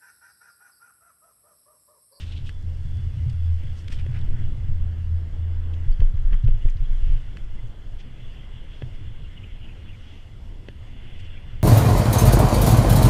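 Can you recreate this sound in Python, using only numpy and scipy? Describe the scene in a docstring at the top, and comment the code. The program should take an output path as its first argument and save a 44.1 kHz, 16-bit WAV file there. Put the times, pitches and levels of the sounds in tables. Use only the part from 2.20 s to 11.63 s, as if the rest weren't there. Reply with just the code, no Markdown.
"""The grip of a chairlift chair strikes a tower's rollers, and each impact excites the chair's damped
modes: a row of deep jolts and thuds, with clinking fittings. Until then the rope's forced vibration
hums through the hanger; later it returns faintly. Turbulent air rumbles on the microphone of a camera
riding on the chair and hisses past it. Knocks ring the camera housing, and friction makes grainy
rustles, with faint squeaks and a thin whine behind."""
import sys
import numpy as np
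from scipy import signal
from scipy.fft import rfft, irfft, next_fast_len
from scipy.io import wavfile
from scipy.ndimage import uniform_filter1d, map_coordinates

SR = 44100
rng = np.random.default_rng(int(sys.argv[2]) if len(sys.argv) > 2 else 0)


def materialize(psi):
    """Save the field psi as 16-bit PCM at rate SR to the path in sys.argv[1].

    A 1-D psi becomes a single channel; in a 2-D psi each row is a channel.
    """
    bounded = np.clip(np.atleast_2d(psi).T, -1, 1)
    quanta = np.round(bounded * 32767).astype(np.int16)
    wavfile.write(sys.argv[1], SR, quanta)


N = 415863
T = np.arange(N) / SR

# the two ends of the grip meet one roller after another: (time [s], peak level [dB])
GRIP_IMPACTS = [(3.68, -7), (3.815, -5.5), (3.963, -11), (4.046, -9.5), (4.117, -6.5), (4.259, -7),
                (4.306, -12.5), (4.444, -7), (4.599, -11.5), (4.692, -11), (4.742, -17.5), (4.827, -10),
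                (4.895, -6)]
# slow modes of chair and hanger: (frequency [Hz], relative level [dB], t60 [s])
SWAY_MODES = [(22.57, 17, 0.3), (12.9, -15, 0.15), (47.5, 11, 0.044)]
# blows to the frame: (time [s], pitch [Hz], level before softening [dB], t60 [s])
FRAME_BLOWS = [(0.646, 126, -22, 0.1), (0.965, 94, -16.5, 0.12), (0.99, 75.3, -18.5, .3),
               (1.055, 117, -16, 0.21), (1.437, 118, -24, 0.09), (1.884, 119, -16.5, 0.14),
               (2.201, 108.7, -20.5, 0.19), (2.479, 120, -20, 0.16), (3.655, 116, -25, 0.12),
               (3.789, 90.6, -14, 0.17), (3.935, 85.5, -16.5, 0.15), (4.134, 117.6, -21.5, 0.12),
               (4.233, 105.7, -9.5, 0.14), (4.275, 115, -17, .09), (4.335, 107, -24.5, 0.22),
               (4.448, 97, -19.5, 0.072), (4.549, 82, -22, 0.1), (4.618, 108, -28.5, 0.13),
               (4.705, 83, -28.5, 0.077), (4.719, 121.5, -29, 0.18), (4.865, 83, -23, 0.065),
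               (4.916, 117.2, -26, 0.3), (5.426, 114, -28.5, 0.25), (6.624, 118, -22, 0.18),
               (8.488, 112, -31, 0.074)]
# frame modes: (frequency [ratio to the blow's pitch], relative level [dB], t60 [ratio to the blow's])
FRAME_MODES = [(1, -0.5, 0.97), (.8, -8.5, 0.93), (1.45, -9.5, 0.32)]
# contacts of loose steel: (time [s], upper band edge [Hz], peak level [dB])
STEEL_CONTACTS = [(3.939, 4300, -55), (4.239, 4170, -50), (4.247, 5560, -52), (4.486, 2520, -40.5),
                  (4.497, 7500, -47.5), (4.504, 5630, -52.5), (4.568, 4770, -51), (4.638, 3400, -47)]
# rope vibration carried into the chair: (time [s], relative level [dB])
HUM_LEVELS = [(0.0, -36), (0.14, -29.5), (0.4, -39.5), (0.49, -27), (0.64, -34.5), (0.78, -26.5),
              (0.92, -33), (1.12, -29.5), (1.31, -19.5), (1.42, -33), (1.56, -29.5), (1.68, -48),
              (1.83, -25.5), (2.03, -33.5), (2.1, -30.5), (2.2, -37), (2.5, -31), (2.67, -23.5),
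              (2.77, -33), (2.93, -19.5), (3.13, -39), (3.19, -24), (3.32, -25), (3.43, -29), (3.55, -23),
              (3.63, -28.5)]
# moving air and shaking frame: (time [s], relative buffet level [dB], relative drone level [dB])
RUMBLE_LEVELS = [(0, -32.5, -42.5), (1.1, -30, -36), (1.5, -32, -44), (2.2, -26, -35), (3.3, -30.5, -45),
                 (5.3, -32, -46.5), (6.3, -33.5, -47), (7.4, -38.5, -49.5), (8.4, -38, -51),
                 (9.43, -33.5, -45)]
# airflow past the chair: (time [s], relative level [dB])
WIND_LEVELS = [(0, -56.5), (0.35, -66), (0.9, -61), (1.6, -59.5), (2.05, -60), (2.35, -62.5), (3.0, -64),
               (3.6, -60.5), (3.95, -64), (4.6, -61), (5.0, -58.5), (5.25, -60.5), (5.6, -62),
               (5.95, -58.5), (7.4, -58), (7.9, -59.5), (8.35, -62.5), (9.0, -54.5), (9.43, -58)]
# the low rushing noise, which dips during the jolts: (time [s], relative level [dB])
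RUSH_LEVELS = [(0, -54), (1.5, -56.5), (2.05, -49.5), (2.8, -53), (3.55, -50), (4.0, -55.5), (4.58, -56.5),
               (4.76, -54), (5.2, -53), (6.2, -52.5), (8.2, -54.5), (9.0, -52), (9.43, -53.5)]
# soft puffs of air: (centre time [s], width [s], level [dB])
AIR_PUFFS = [(5.805, 0.014, -52), (6.55, 0.06, -58.5), (6.75, 0.017, -61), (7.9, 0.12, -59),
             (9.055, 0.021, -57)]
# knocks on the housing: (time [s], relative clack level [dB], relative tick level [dB])
HOUSING_KNOCKS = [(0.2924, -48, -40), (1.435, -42, -51), (1.8637, -34.5, -46.5), (3.8037, -38.5, -42.5),
                  (3.8172, -30, -49), (4.130, -37, -42), (4.278, -42, -47), (4.2865, -30, -50),
                  (4.457, -32.5, -57), (5.17, -54, -42.5), (6.6211, -27.5, -42), (8.4854, -31, -40)]
# dull and sharp modes of the housing: (frequency [Hz], relative level [dB], t60 [s])
CLACK_MODES = [(221, 9, 0.013), (430, -1, 0.018), (600, -1, 0.02), (1160, -2, 0.0087)]
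TICK_MODES = [(1750, -3, 0.032), (1994, 9.5, 0.0098), (2660, 12, 0.0074), (3010, 2.5, 0.016),
              (4500, -7.5, 0.034), (5630, -4.5, 0.018)]
# grainy rustles, with a scrape and a gritty rattle under the tower:
# (centre time [s], width [s], rub centre [Hz], bandwidth [octaves], rub level [dB], swish level [dB])
RUSTLE_STROKES = [(0.014, 0.024, 2550, 0.93, -46.5, -56.5), (.075, 0.027, 3000, 0.68, -57, -64),
                  (0.129, 0.018, 3030, 0.65, -49.5, -64), (.178, 0.018, 3240, 0.56, -49.5, -70),
                  (0.277, 0.019, 3070, 0.35, -49, -57.5), (1.1, 0.0065, 3030, 1.3, -53.5, -59.5),
                  (1.59, 0.025, 5500, 0.86, -64.5, -61), (1.683, 0.0042, 2650, 1.1, -46, -65),
                  (1.726, 0.015, 2280, 1.07, -45, -51), (1.755, 0.018, 3050, 0.15, -55, -69),
                  (1.796, 0.015, 2240, 0.99, -49, -67), (1.962, 0.032, 1880, 0.96, -49, -73),
                  (1.991, 0.0014, 2900, 0.8, -50, -63), (2.016, 0.005, 3180, 0.47, -51.5, -63),
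                  (2.17, 0.059, 1800, 0.59, -56, -77), (3.54, 0.0043, 2940, 0.4, -49, -62),
                  (3.975, 0.0068, 1900, 0.7, -54.5, -78), (4.136, 0.02, 1350, 1.3, -48.5, -76),
                  (4.88, 0.17, 2020, 1.3, -60, -71), (9.0, 0.0099, 2500, 0.93, -54.5, -61)]
# short squeaks, and two soft swells of the thin 3.4 kHz whine:
# (centre time [s], width [s], pitch [Hz], glide [Hz/s], level [dB], phase wander [rad])
BRIEF_TONES = [(.37, 0.063, 3440, -0.5, -63, .3), (.77, .11, 3420, 0, -60, .25),
               (3.729, .007, 4600, -1, -57, .9), (4.137, .006, 3150, 0, -47, 1),
               (4.17, .012, 3300, -3.5, -55, .4), (4.424, .0062, 2880, -6000, -46, .7),
               (4.657, 0.0088, 3300, -2, -52, .4), (5.39, .012, 2047, 0, -52, .4),
               (7.055, .01, 2800, -7000, -51, .6), (7.178, 0.0072, 2900, -12000, -42, 1.1),
               (7.243, .008, 2780, 5999.5, -45, 1.2), (7.44, 0.027, 2880, 0, -50, 1.2),
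               (7.492, .012, 2560, -8000, -48.5, .8), (7.514, 0.012, 2690, -3.5, -51, 1),
               (7.695, .014, 2760, 3000, -48.5, 1), (7.745, .015, 2320, -7000, -54, .8),
               (9.177, .007, 2360, -1, -49, 0.73)]
# faint steady tones: (frequency [Hz], relative level [dB])
WHINE_TONES = [(3418, -81), (3998, -94.5), (9590, -95.5), (9652, -92.5), (11208, -99)]

# noise spectra: (frequency [Hz], relative spectral density [dB])
GRIND_SPECTRUM = [(40, -3), (55, 8.5), (80, -1), (100, -9), (123, 3), (150, -20.5), (260, -45), (400, -46),
                  (800, -51)]  # roller liners under the grip
RATTLE_SPECTRUM = [(400, 11), (900, 10), (1500, 7), (2100, 8.5), (2500, -4), (3300, 12.5), (3900, -16),
                   (5200, -12), (6300, -20.5), (7500, -10.5), (8600, -27), (14000, -48.5)]  # the shaken chair
BUFFET_SPECTRUM = [(8, 5.5), (16, -1.5), (28, -2.5), (45, -13.5), (65, -16.5), (85, -19.5), (110, -20),
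                   (160, -37), (300, -52.5)]  # air on the microphone
DRONE_SPECTRUM = [(55, -6), (78, -6), (98, -2.5), (112, -2.5), (122, 1), (135, -12), (152, -13.5),
                  (220, -25), (400, -43.5), (900, -62)]  # frame resonance
RUSH_SPECTRUM = [(100, 2.5), (190, 3.5), (280, -0.5), (450, -7.5), (650, -11.5), (1000, -16.5),
                 (2000, -39.5), (5000, -78)]  # low rushing noise
HISS_SPECTRUM = [(700, -29.5), (1500, -12), (1880, -1.5), (2070, 5.5), (2350, -2.5), (2600, 1.5),
                 (2820, 7.5), (3200, 4), (3440, 5.5), (3750, -16), (4500, -19), (9000, -54)]  # housing resonances
WASH_SPECTRUM = [(400, 2), (800, -6), (1250, -2.5), (1600, 0), (2100, -4), (2500, -12), (4000, -31)]  # middle band of air and wheels
SIZZLE_SPECTRUM = [(2500, -5), (3900, -1), (5200, -2.5), (6200, -6.5), (8000, -7.5), (9400, -11),
                   (10400, -20), (11600, -11.5), (13000, -20.5), (15000, -35)]  # top band of the airflow
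PUFF_SPECTRUM = [(1800, -5), (3300, 4), (4000, -10), (6000, -13), (9000, -28)]  # puffs of air
SWISH_SPECTRUM = [(1500, -7), (3300, 10.5), (5300, 13), (6500, 5.5), (8800, 6), (10200, -12), (12300, -8),
                  (15000, -30)]  # bright part of a rustle
APPROACH_SPECTRUM = [(2500, -21.5), (3900, -5), (4600, -0.5), (5400, -1), (6100, -8), (7800, -8),
                     (9100, -6.5), (10200, -23), (11700, -13), (14000, -33)]  # high hiss before the tower


def rollers():
    """Impact excitation: each roller sets the chair swaying; grind and rattle follow that motion."""
    sway = np.zeros(N)
    for s, db in GRIP_IMPACTS:
        add(sway, s, amp(db) * ring(SWAY_MODES, attack_s=0.0093))
    shaking = uniform_filter1d(np.abs(sway), size=2600)
    grind = amp(-19) * shaking * coloured(rng.standard_normal(N), GRIND_SPECTRUM)
    rattle = amp(-46) * shaking * coloured(crackle(rate=830, share=2.3), RATTLE_SPECTRUM)
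    return sway + grind + rattle


def frame_thuds():
    """Free vibration: blows ring the frame, each at its own pitch; rubber liners absorb the treble."""
    thuds = np.zeros(N)
    for s, hz, db, t60 in FRAME_BLOWS:
        modes = [(ratio * hz, level, share * t60) for ratio, level, share in FRAME_MODES]
        add(thuds, s, amp(db) * ring(modes, attack_s=0.0037))
    return signal.lfilter(*signal.butter(6, 160, fs=SR), thuds)


def rope(hum_hz=83.2):
    """Forced vibration: strands running over rollers shake the rope, here and faintly at the next tower."""
    level_db, = curves(HUM_LEVELS)
    pitch = hum_hz * (1 + 0.0083 * wobble(7.1))
    phase = 2 * np.pi * np.cumsum(pitch) / SR + 0.16 * wobble(17)
    tone = unit(np.sin(phase) + amp(-47) * np.sin(2 * phase))
    until_grip_arrives = np.clip((GRIP_IMPACTS[0][0] - T) / 0.03, 0, 1)
    near = until_grip_arrives * amp(level_db - 0.5 + wobble(17)) * tone
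    far_rise = np.clip((T - 5.82) / 1.17, 0, 1)
    far_gain = far_rise * amp(-44.5 + 3.5 * wobble(13))  # random beating
    far_tone = unit(np.sin(phase + 2.44 * wobble(28)))
    return near + far_gain * far_tone


def rumble():
    """Pressure fluctuation and resonance: air buffets the microphone, and the chair frame drones."""
    buffet_db, drone_db = curves(RUMBLE_LEVELS)
    buffet = amp(buffet_db + 2.5 + 2.05 * wobble(8.6)) * coloured(rng.standard_normal(N), BUFFET_SPECTRUM)
    drone = amp(drone_db + 1.85 + 2.5 * wobble(14)) * coloured(rng.standard_normal(N), DRONE_SPECTRUM)
    return buffet + drone


def airflow(breeze_db=-60):
    """Flow noise: over a low rush, one stream drives a hiss in the housing, a wash and a fine sizzle."""
    wind_db, = curves(WIND_LEVELS)
    rush_db, = curves(RUSH_LEVELS)
    excess_db = wind_db - breeze_db
    gust_db = 0.43 * wobble(12)
    rush = amp(rush_db + 1) * coloured(turbulence(patchy_db=2.0), RUSH_SPECTRUM)
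    hiss = amp(-60 + 1.2 * excess_db) * coloured(turbulence(patchy_db=2.23), HISS_SPECTRUM)
    wash = amp(-65.5 + excess_db) * coloured(turbulence(patchy_db=2.5), WASH_SPECTRUM)
    sizzle_db = -69.5 + 0.11 * excess_db + 0.5 * wobble(8)
    sizzle = amp(sizzle_db) * coloured(turbulence(patchy_db=1.6), SIZZLE_SPECTRUM)
    return amp(gust_db) * (rush + hiss + wash + sizzle)


def knocks(contact_s=0.00043):
    """Impulse response: a push and rebound rings the housing; harder contacts tick more brightly."""
    out, t = np.zeros(N), np.arange(SR // 2) / SR
    u = t / contact_s - np.pi
    push = u * np.exp((1 - u ** 2) / 2)
    for s, clack_db, tick_db in HOUSING_KNOCKS:
        hardness_octaves = (tick_db - clack_db) / 35
        top_hz = np.clip(4050 * 2 ** hardness_octaves, 1500, SR / 3)
        contact_noise = amp(-60 * t / 0.0094) * rng.standard_normal(len(t))
        clack = signal.fftconvolve(push, ring(CLACK_MODES, attack_s=0.00016))[:len(t)]
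        band = signal.butter(2, [900, top_hz], "bandpass", fs=SR)
        tick = signal.lfilter(*band, ring(TICK_MODES, attack_s=0.00028) + contact_noise / 2)
        add(out, s, amp(clack_db) * (push + amp(-2) * clack / np.abs(clack).max()))
        add(out, s + contact_s, amp(tick_db + 10.5) * tick)
    return out


def rustles(slips_per_s=2400, slip_share=1.2):
    """Stick-slip friction: clumps of tiny slips make rustles, a scrape and a rattle, each in its band."""
    clumps = unit(amp(1.5 * wobble(220)))
    slips = clumps * crackle(slips_per_s, slip_share)
    swish = coloured(clumps * crackle(slips_per_s, slip_share), SWISH_SPECTRUM)
    out = np.zeros(N)
    for s, width, hz, octaves, rub_db, swish_db in RUSTLE_STROKES:
        edges = np.minimum(hz * 2 ** (np.array([-.5, .5]) * octaves), [SR / 4, SR / 3])
        band = signal.butter(2, edges, "bandpass", fs=SR, output="sos")
        rub = unit(signal.sosfilt(band, slips))
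        out += swell(s, width) * (amp(rub_db) * rub + amp(swish_db) * swish)
    return out


def brief_tones():
    """Random modulation: short squeaks and two swells of the whine waver in phase and amplitude."""
    wander = wobble(650)
    stutter = unit(amp(2 * wobble(160)))
    out = np.zeros(N)
    for s, width, hz, glide, db, wander_rad in BRIEF_TONES:
        pitch = hz + glide * np.clip(T - s, -2 * width, 2 * width)
        phase = 2 * np.pi * np.cumsum(pitch) / SR + wander_rad * wander
        out += amp(db) * swell(s, width) * np.sin(phase)
    return stutter * out


def clink(top_hz, t60=0.035):
    """Damped ringing: one small steel contact gives a decaying band of noise, at peak 1."""
    t = np.arange(SR // 10) / SR
    burst = amp(-60 * t / t60) * np.tanh(t / 0.00065) * rng.standard_normal(len(t))
    edges = np.minimum([top_hz / 1.43, top_hz], [SR / 4, SR / 3])
    ringing = signal.lfilter(*signal.butter(2, edges, "bandpass", fs=SR), burst)
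    return ringing / np.abs(ringing).max()


def fittings():
    """Collisions: loose steel fittings clink under the tower, a few clearly and many faintly."""
    out = np.zeros(N)
    for s, top_hz, db in STEEL_CONTACTS:
        add(out, s, amp(db) * clink(top_hz))
    for s in rng.uniform(3.5, 5.5, size=110):
        octaves, db = rng.normal(0, 0.2), rng.normal(-64.5, 1.2)
        add(out, s, amp(db) * clink(top_hz=6900 * 2 ** octaves))
    return out


def puffs():
    """Transient flow noise: brief puffs of air brighten the hiss."""
    envelope = sum(amp(db) * swell(s, width) for s, width, db in AIR_PUFFS)
    return envelope * coloured(rng.standard_normal(N), PUFF_SPECTRUM)


def wheels(closest_s=3, passing_s=2.7):
    """Spherical spreading: the wash of the tower's wheels varies inversely with their distance."""
    relative_distance = np.hypot(1, (T - closest_s) / passing_s)
    return amp(-61.5) / relative_distance * coloured(turbulence(patchy_db=1.2), WASH_SPECTRUM)


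def approach_hiss():
    """Amplitude-modulated noise: a long, light, high hiss swells on the approach to the tower."""
    hiss = coloured(crackle(rate=220, share=0.79), APPROACH_SPECTRUM)
    return amp(-68.5) * swell(s=1.17, width=1.34) * hiss


def whine():
    """Phase modulation: thin tones waver slightly, far under the wind."""
    return sum(amp(db + 4) * np.sin(2 * np.pi * hz * T + 0.7 * wobble(25)) for hz, db in WHINE_TONES)


def ring(modes, attack_s):
    """Modal superposition: one blow on damped modes, at slightly new strengths each time, at peak 1."""
    t = np.arange(SR // 2) / SR
    y = sum(amp(db + rng.standard_normal() - 60 * t / t60) * np.sin(2 * np.pi * hz * t)
            for hz, db, t60 in modes)
    y *= np.tanh(t / attack_s) ** 2
    return y / np.abs(y).max()


def turbulence(patchy_db):
    """Spectral fluctuation: white noise with random patches of gain in time and frequency."""
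    spectra = signal.stft(rng.standard_normal(N), nperseg=512)[2]
    patches = uniform_filter1d(rng.standard_normal(spectra.shape), size=5, axis=0)
    patches = unit(uniform_filter1d(patches, size=12, axis=1))
    return signal.istft(spectra * amp(patchy_db * patches), nperseg=512)[1][:N]


def crackle(rate, share):
    """Shot noise: rate random impulses a second, share times as strong as the smooth noise under them."""
    impulses = (rng.random(N) < rate / SR) * rng.standard_normal(N)
    return share * unit(impulses) + rng.standard_normal(N)


def coloured(x, spectrum):
    """Spectral shaping: x weighted by (frequency [Hz], level [dB]) points, at rms 1."""
    f, db = np.transpose(spectrum)
    response = lambda hz: amp(np.interp(np.log(hz + 1e-3), np.log(f), db, left=-120, right=-120))
    return unit(filtered(x, response))


def filtered(x, response):
    """Linear filtering: the spectrum of x times a frequency response."""
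    size = next_fast_len(N + SR // 2)
    return irfft(rfft(x, size) * response(np.fft.rfftfreq(size, 1 / SR)), size)[:N]


def wobble(rate):
    """Spline interpolation: a smooth random curve, rate knots a second."""
    return map_coordinates(rng.standard_normal(int(N * rate / SR) + 4), [T * rate])


def curves(rows):
    """Linear interpolation: one value per sample for each column after the time."""
    s, *columns = np.transpose(rows)
    return [np.interp(T, s, column) for column in columns]


def swell(s, width):
    """Amplitude envelope: a bell around time s."""
    return 1 / (1 + ((T - s) / width) ** 2 / 2) ** 2


def add(track, s, sound):
    """Superposition: mix a sound into a track at time s."""
    part = track[round(s * SR):][:len(sound)]
    part += sound[:len(part)]


def amp(db):
    """Decibels to amplitude ratio."""
    return 10 ** (np.asarray(db) / 20)


def unit(x):
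    """Normalisation to rms 1."""
    return x / np.sqrt(np.mean(x ** 2) + 1e-20)


def scene():
    """Superposition in open air: all sources sum at one microphone on the chair."""
    lift = rollers() + frame_thuds() + rope()
    surroundings = rumble() + airflow() + knocks() + rustles()
    background = brief_tones() + fittings() + puffs() + wheels() + approach_hiss() + whine()
    return (lift + surroundings + background)[None]


def record(dry):
    """Band limiting: the camera keeps nothing above its cutoff frequency."""
    return filtered(dry[0], lambda hz: hz < 14800)[None]


dry = scene()
out = record(dry)
materialize(out)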